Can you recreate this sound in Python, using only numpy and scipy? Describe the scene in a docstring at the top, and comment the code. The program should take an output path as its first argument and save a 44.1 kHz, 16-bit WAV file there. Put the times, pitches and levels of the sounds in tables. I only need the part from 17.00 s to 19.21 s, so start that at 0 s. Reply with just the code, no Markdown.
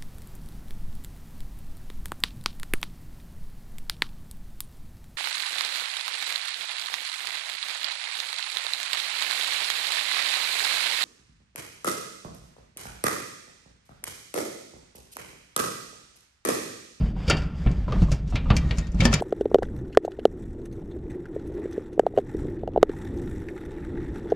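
"""A stiff metal latch on a sheet-steel barn door knocks, rattles and scrapes close by, worked by a hand.
Knocks are clusters of noisy contacts that ring latch modes and sheet; scraping is dense noise grains.
The rubbed latch squeals faintly, as narrow wavering tones. Each tug thumps the door panel with decaying
low sines and a thud; filtered noise rumbles on below, and a dull noise tail answers from the barn.
The stereo picture is narrow at first and opens to the left later."""
import sys
import numpy as np
from scipy import signal
from scipy.io import wavfile
from scipy.ndimage import uniform_filter1d

SR = 44100
rng = np.random.default_rng(int(sys.argv[2]) if len(sys.argv) > 2 else 0)


def store_wav(level_fs):
    """Save 16-bit WAV to argv[1]."""
    pcm = np.round(np.clip(np.atleast_2d(level_fs), -1, 1) * 32767)
    wavfile.write(sys.argv[1], SR, pcm.T.astype(np.int16))


def boost_factor(decibels):
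    """Convert a level in decibels to a linear amplitude factor."""
    exponent = np.asarray(decibels, float) / 20
    return 10 ** exponent


N = 97372


def evened(x):
    """Scales to rms 1."""
    return x / np.sqrt(np.mean(x ** 2) + 1e-20)


def read(points, hz):
    """Interpolates a (Hz, value) table on a log-frequency axis."""
    f, value = np.transpose(points)
    return np.interp(np.log(hz + 1), np.log(f + 1), value)


def add(mix, s, sound):
    """Mixes a sound in at a time in seconds."""
    part = mix[..., max(round(s * SR), 0):][..., :sound.shape[-1]]
    part += sound[..., :part.shape[-1]]


def colour(x, points):
    """Minimum-phase filter with the given (Hz, dB) spectrum, floored at -100 dB."""
    hz = abs(np.fft.fftfreq(8192, 1 / SR))
    log_gain = np.log(boost_factor(np.maximum(read(points, hz), -100)))
    response = np.exp(np.conj(signal.hilbert(log_gain)))
    taps = np.fft.ifft(response).real[:4096] * np.hanning(8192)[4096:]
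    taps = taps.reshape((1,) * (x.ndim - 1) + (-1,))
    return signal.fftconvolve(x, taps, axes=-1)[..., :x.shape[-1]]


def dying(noise, t60):
    """Noise whose bands each decay at their own speed, by a (Hz, T60 in seconds) table."""
    hz, t, z = signal.stft(noise, SR, nperseg=128)
    decay = boost_factor(-60 * t / read(t60, hz)[:, None])
    return signal.istft(z * decay, SR, nperseg=128)[1][..., :noise.shape[-1]]


def knock(s, db, low_db, high_db, chatter_s, strongest_hz):
    """A faint swelling rattle leads in, then a chatter of contacts cracks and rings latch and sheet; two views."""
    # Latch modes. Each row: frequency in Hz, level in dB, T60 in seconds.
    latch_modes = [(577, 7.5, 0.039), (914, -14, 0.12), (1150, -25, 0.085), (1345, 10, 0.019),
                   (1780, -13, 0.04), (2340, 0.5, 0.11), (2623, -0.5, .07), (2770, -3, 0.07),
                   (3160, -3.5, 0.084), (3670, -5.5, 0.084), (4600, -4, 0.13), (5840, -15.5, 0.066),
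                   (6930, -5.5, 0.054)]
    # Spectrum of the struck sheet. Each row: frequency in Hz, relative level in dB per Hz.
    sheet_spectrum = [(180, -23.5), (300, -3.5), (1060, -17), (2790, -14), (4150, -17.5), (5600, -18),
                      (6960, -21.5), (8500, -27.5), (12300, -39), (15000, -50), (16300, -108)]
    # Decay of the sheet. Each row: frequency in Hz, T60 in seconds.
    sheet_t60 = [(300, 0.27), (1400, 0.12), (4000, 0.068), (12000, 0.033)]
    contacts_per_s, lead_in_db, lead_in_s = 3300, -16, 0.011
    crack_db, crack_t60_s = 6, 0.014
    ring_db, ring_spread_db, detune_spread = -5, 4, 0.008
    strongest_db, strongest_rise_s, strongest_t60_cycles = 6.5, 0.0015, 70

    lead, t = 1500, np.arange(9000) / SR  # lead: samples of lead-in ahead of the knock
    size = lead + len(t)
    hz, level_db, t60 = np.transpose(latch_modes)[:, :, None]
    chance = rng.standard_normal((3, 2, len(latch_modes), 1))  # level, detuning, phase
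    mode_gain = boost_factor(level_db + ring_spread_db * chance[0] - 60 * t / t60)
    mode_hz = hz * (1 + detune_spread * chance[1, :1])
    modes = mode_gain * np.sin(2 * np.pi * mode_hz * t + chance[2])

    # contact powers
    hits = rng.exponential(1, size) * (rng.random(size) < contacts_per_s / SR)
    hits[lead] = 1.5
    lead_in = boost_factor(lead_in_db) * np.exp(-t[lead:0:-1] / lead_in_s)
    hits *= np.r_[lead_in, np.exp(-t / chatter_s)] ** 2
    crack = np.sqrt(abs(signal.fftconvolve(hits, boost_factor(-120 * t / crack_t60_s))[:size]))
    sheet = boost_factor(crack_db) * crack * rng.standard_normal((2, size))
    rise = 1 - np.exp(-t / chatter_s)
    sheet_ring = dying(rng.standard_normal((2, len(t))), sheet_t60)
    add(sheet, lead / SR, np.sqrt(hits.sum() * rise) * sheet_ring)

    body = evened(colour(sheet, sheet_spectrum))
    add(body, lead / SR, boost_factor(ring_db) * evened(modes.sum(1)))
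    body = colour(body, [(150, low_db - 2.0), (500, low_db + 1.5), (1200, low_db + 7.5), (1900, 0), (4000, 0),
                         (5500, high_db + 13.5), (12000, 1.32 * high_db + 13), (16000, 0.98 * high_db + 4.0)])
    out = body / np.sqrt(np.mean(body[0, lead:lead + 500] ** 2))  # rms 1 at the onset
    ring = boost_factor(strongest_db - 60 * t * strongest_hz / strongest_t60_cycles)
    ring = ring * (1 - np.exp(-t / strongest_rise_s))
    add(out, lead / SR, ring * np.sin(2 * np.pi * strongest_hz * t + chance[2, :, 0]))
    return s - lead / SR, boost_factor(db) * out / 3


def scrape():
    """Metal grinds on metal: dense uneven grains with a short tail, in drifting patches; two views."""
    # Scrape spectrum. Each row: frequency in Hz, relative level in dB per Hz.
    scrape_spectrum = [(150, -15), (250, -6.5), (460, -2), (2760, -15), (3770, -18.5), (4650, -20),
                       (7840, -26.5), (9170, -38.5), (13000, -39), (16000, -100.5)]
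    # Course of the grinding. Each row: time in seconds, level in dB, treble tilt in dB before its weight.
    grinding = [(0, -47, -2), (.09, -50, 0), (.145, -62, -4), (.175, -50, 0), (.25, -48, 0), (.33, -40, -3),
                (.44, -48, -3), (.53, -54, -6), (.6, -50, 3), (.7, -49, 0), (.8, -52, 0), (.86, -52, -4),
                (.93, -44, -4), (1.03, -46, 3), (1.07, -52, 0), (1.11, -48, 5), (1.17, -52, 3),
                (1.25, -60, -4), (1.3, -54, 5), (1.4, -52, -5), (1.48, -52, -3), (1.55, -47, 0),
                (1.67, -50, 3), (1.81, -49, 3), (1.91, -58, 0), (1.98, -50, 0), (2.04, -42, 3),
                (2.1, -44, -3), (2.17, -41, 0), (2.21, -42, -2)]
    grains_per_s, grain_spread_db, grain_t60_s, patch_db = 4300, 1.5, 0.015, 1.5

    grains = boost_factor(2 * grain_spread_db * rng.exponential(1, N)) * (rng.random(N) < grains_per_s / SR)
    power = signal.fftconvolve(grains, boost_factor(-120 * np.arange(2000) / SR / grain_t60_s))[:N]
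    bed = evened(colour(np.sqrt(abs(power)) * rng.standard_normal((2, N)), scrape_spectrum))
    hz, t, z = signal.stft(bed, SR, nperseg=256)
    patches = uniform_filter1d(rng.standard_normal(z.shape[1:]), size=4, axis=0)
    patches = evened(uniform_filter1d(patches, size=14, axis=1))
    s, level_db, treble_db = np.transpose(grinding)
    treble_weight = read([(2500, 0), (7000, 0.92)], hz)[:, None]
    gain_db = np.interp(t, s, level_db) + treble_weight * np.interp(t, s, treble_db)
    z = z * boost_factor(patch_db * patches + gain_db)
    return signal.istft(z, SR, nperseg=256)[1][:, :N]


def squeal(s, length_s, db):
    """The rubbed latch squeals: a narrow wavering tone with its octave that swells and fades."""
    squeal_hz, width_hz, octave_db = 1850, 30, -6
    t = np.arange(round(length_s * SR)) / SR
    noise = rng.standard_normal(8000) + 1j * rng.standard_normal(8000)
    waver = signal.lfilter([1], [1, -np.exp(-np.pi * width_hz / SR)], noise)
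    phase = np.angle(waver[-len(t):]) + 2 * np.pi * squeal_hz * t
    tone = np.sin(phase) + boost_factor(octave_db) * np.sin(2 * phase)
    tone = tone * np.sqrt(evened(abs(waver))[-len(t):])
    return s, boost_factor(db) * np.sqrt(np.sin(np.pi * t / length_s)) * np.array([tone, tone])


def tug(s, db, hz, deep_db):
    """A soft push rings the door panel: one mid ring, the deep ring and a dull thud."""
    ring_t60_s, rise_s, thud_db = 0.16, 0.0026, -3
    push_db, push_t60_s = 1, 0.021  # extra onset of the mid ring, on top of its own decay
    deep_hz, deep_t60_s = 49.1, 0.2
    t = np.arange(14000) / SR
    phase = 2 * np.pi * rng.random(2)
    thud = evened(colour(rng.standard_normal(len(t)), [(30, -6.5), (100, 12.5), (230, -1.5), (400, -13),
                                                       (900, -23.0), (3000, -59.0), (7000, -100)]))
    push = 1 + boost_factor(push_db - 60 * t / push_t60_s)
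    ring = np.sin(2 * np.pi * hz * t + phase[0]) * push
    ring = (ring + boost_factor(thud_db) * thud) * boost_factor(-60 * t / ring_t60_s)
    deep = boost_factor(deep_db - 60 * t / deep_t60_s) * np.sin(2 * np.pi * deep_hz * t + phase[1])
    rise = (1 - np.exp(-(t / rise_s) ** 2)) ** 2
    return s, boost_factor(db) * rise * (ring + deep)


def rumble():
    """The held door shakes in its low modes: low-passed noise under a slow level curve."""
    # Door shaking. Each row: time in seconds, rumble level in dB.
    shaking = [(0.0, -21.5), (0.198, -30), (0.39, -25), (0.66, -30), (0.84, -30.5), (0.97, -20),
               (1.139, -26.5), (1.36, -30.5), (1.52, -23), (1.66, -22.5), (1.79, -29.5), (2.01, -29),
               (2.21, -29.5)]
    # Rumble spectrum. Each row: frequency in Hz, relative level in dB per Hz.
    rumble_spectrum = [(8.8, -68), (15, -3), (38, 1), (65, 2.5), (103, -13.5), (157, -5), (380, -28),
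                       (700, -38), (910, -53), (1540, -120)]
    level = boost_factor(np.interp(np.arange(N) / SR, *np.transpose(shaking)))
    return level * evened(colour(rng.standard_normal(N), rumble_spectrum))


def barn(x):
    """The barn answers with a dull tail: convolution with noise whose bands decay separately."""
    # Decay of the barn. Each row: frequency in Hz, T60 in seconds.
    barn_t60 = [(300, 0.15), (1400, 0.53), (4000, 0.23), (12000, 0.069)]
    barn_db = -13.5
    tail = dying(rng.standard_normal((2, 20000)), barn_t60)
    return boost_factor(barn_db) * signal.fftconvolve(x, tail / np.linalg.norm(tail[0]), axes=1)[:, :N]


def early_colouring(metal):
    """A treble dip and hump are heard over the metal sounds at first and fade out."""
    # Early colour. Each row: frequency in Hz, gain in dB.
    early_gain = [(3600, 2), (4150, -5.5), (4700, 7.5), (5600, -1.5)]
    # Start and end of the fade in seconds.
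    fade_s = (0.42, 1)
    early = np.interp(np.arange(N) / SR, fade_s, (1, 0))
    return early * colour(metal, early_gain) + (1 - early) * metal


def stereo(mid, other):
    """Left and right from mid and a side signal that mixes the second view with a share of the mid."""
    # Side spectrum. Each row: frequency in Hz, gain in dB.
    side_gain = [(30, -44.5), (200, -29), (400, -20.5), (800, -7), (1400, -2.5), (5000, -3.5), (12000, 4)]
    # Stereo width. Each row: time in seconds, side gain in dB.
    width = [(0, -45.5), (1.3, -50.5), (1.45, -16), (1.75, -5.5), (2.0, 0), (2.21, -1.5)]
    left_share = 0.24  # pulls the picture left
    side = colour(left_share * mid + np.sqrt(1 - left_share ** 2) * other, side_gain)
    side = side * boost_factor(np.interp(np.arange(N) / SR, *np.transpose(width)))
    return np.array([mid + side, mid - side])


def scene():
    """Latch, door and barn, turned to left and right."""
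    # Latch knocks. Each row: time in seconds, level in dB before a division by 3, low-mid tilt in dB,
    # treble tilt in dB before its weights and offsets, chatter time constant in seconds, strongest ring in Hz.
    knock_rows = [(.164, -39, 15, -40, 0.0032, 768), (0.2789, -25.5, -15.5, -13, 0.03, 501),
                  (.2988, -13.5, -3, -5, 0.0015, 1416), (0.3029, -14, -1.5, -10, 0.0063, 2340),
                  (.309, -15.5, -16.5, -26.5, 0.005, 2770), (0.3681, -29.5, -4, -10.5, 0.021, 4600),
                  (0.4188, -40, -9, -12, 0.019, 5400), (.6625, -31.5, 6.5, -22, 0.0019, 2330),
                  (.6712, -28.5, -1.5, -43, 0.0014, 1796), (.7133, -41, -17.5, -9.5, 0.0052, 4760),
                  (0.8803, -27, 11, -19, 0.02, 1005), (.9224, -23.5, 4.5, -19.5, 0.0031, 1195),
                  (.9585, -32, 27, -23, 0.0049, 1215), (1.02, -32.5, -1.5, -11.5, 0.015, 420),
                  (1.084, -34.5, 18, -15, 0.0077, 1062), (1.1168, -23, -4.5, -6.5, 0.015, 5120),
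                  (1.1376, -41, 4, -2, 0.0087, 7220), (1.2755, -45.5, -16, -9, 0.015, 5900),
                  (1.3, -46, -12, 1, 0.013, 5400), (1.3246, -32.5, 4, -32, 0.03, 716),
                  (1.3565, -21.5, -10.5, -18, 0.003, 3350), (1.3644, -28.5, -10, -35, 0.02, 2450),
                  (1.457, -31.5, 11.5, -36, 0.004, 1240), (1.503, -14.5, -0.5, -26, 0.0052, 1168),
                  (1.5662, -18, -21, -6, 0.0072, 6440), (1.709, -22.5, -5.5, -21, 0.0027, 1888),
                  (1.784, -26.5, -7, -5, 0.0034, 6300), (1.8694, -41, -3, -9.5, 0.0066, 6260),
                  (1.918, -49, -8, 3, 0.0039, 6200), (1.9453, -42, 6.5, -2, .0045, 5930),
                  (2.0044, -17, -13.5, -17, 0.0089, 2284), (2.0208, -22, -1, -28, 0.007, 540),
                  (2.036, -27.5, -6, -14, 0.03, 5270), (2.0526, -11, -0.5, -6, 0.0018, 1780),
                  (2.128, -17, -3.5, -12, 0.004, 1380), (2.1385, -13, -18, -6, 0.0029, 3770)]
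    # Squeals. Each row: start in seconds, length in seconds, level in dB.
    squeal_rows = [(1.595, 0.13, -52), (1.79, 0.085, -51), (2.145, .05, -54)]
    # Tugs on the panel. Each row: time in seconds, level in dB, mid ring in Hz, deep ring in dB re the tug.
    tug_rows = [(0.009, -16.5, 148, -10), (0.277, -16, 151.6, -9), (0.326, -17.5, 153, -21),
                (0.568, -34, 146, -7), (0.66, -12, 113.2, 2.5), (0.702, -19, 166.7, 3.5),
                (0.782, -26.5, 116, 10.5), (0.891, -22, 117, 0), (0.954, -21.5, 160, -17),
                (1.017, -9, 173.4, -2), (1.096, -23.5, 123, 13), (1.116, -18.5, 142.5, -35),
                (1.335, -17, 104, 2.5), (1.397, -23.5, 107, -29), (1.501, -15, 103.7, 4),
                (1.504, -17.5, 206.8, -30), (1.549, -17, 147.2, -3), (1.699, -23.5, 109, -14),
                (1.778, -26, 170.3, 12), (1.942, -20.5, 177.7, 7), (1.996, -13.5, 112, -4),
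                (2.016, -13, 176, -21), (2.05, -10, 234.3, -5), (2.099, -20.5, 215, 1),
                (2.137, -15, 148.5, -36)]
    latch, door = np.zeros((2, N)), rumble()
    for row in knock_rows:
        add(latch, *knock(*row))
    for row in squeal_rows:
        add(latch, *squeal(*row))
    for row in tug_rows:
        add(door, *tug(*row))
    metal = latch + barn(latch) + scrape()
    front, other = early_colouring(metal)
    return stereo(front + door, other)


def top_cut(x):
    """Nothing passes above the cut-off."""
    return signal.sosfilt(signal.butter(12, 16230, fs=SR, output="sos"), x)


def record(dry):
    """Turns the finished mix into the output."""
    return top_cut(dry)


dry = scene()
out = record(dry)
store_wav(out)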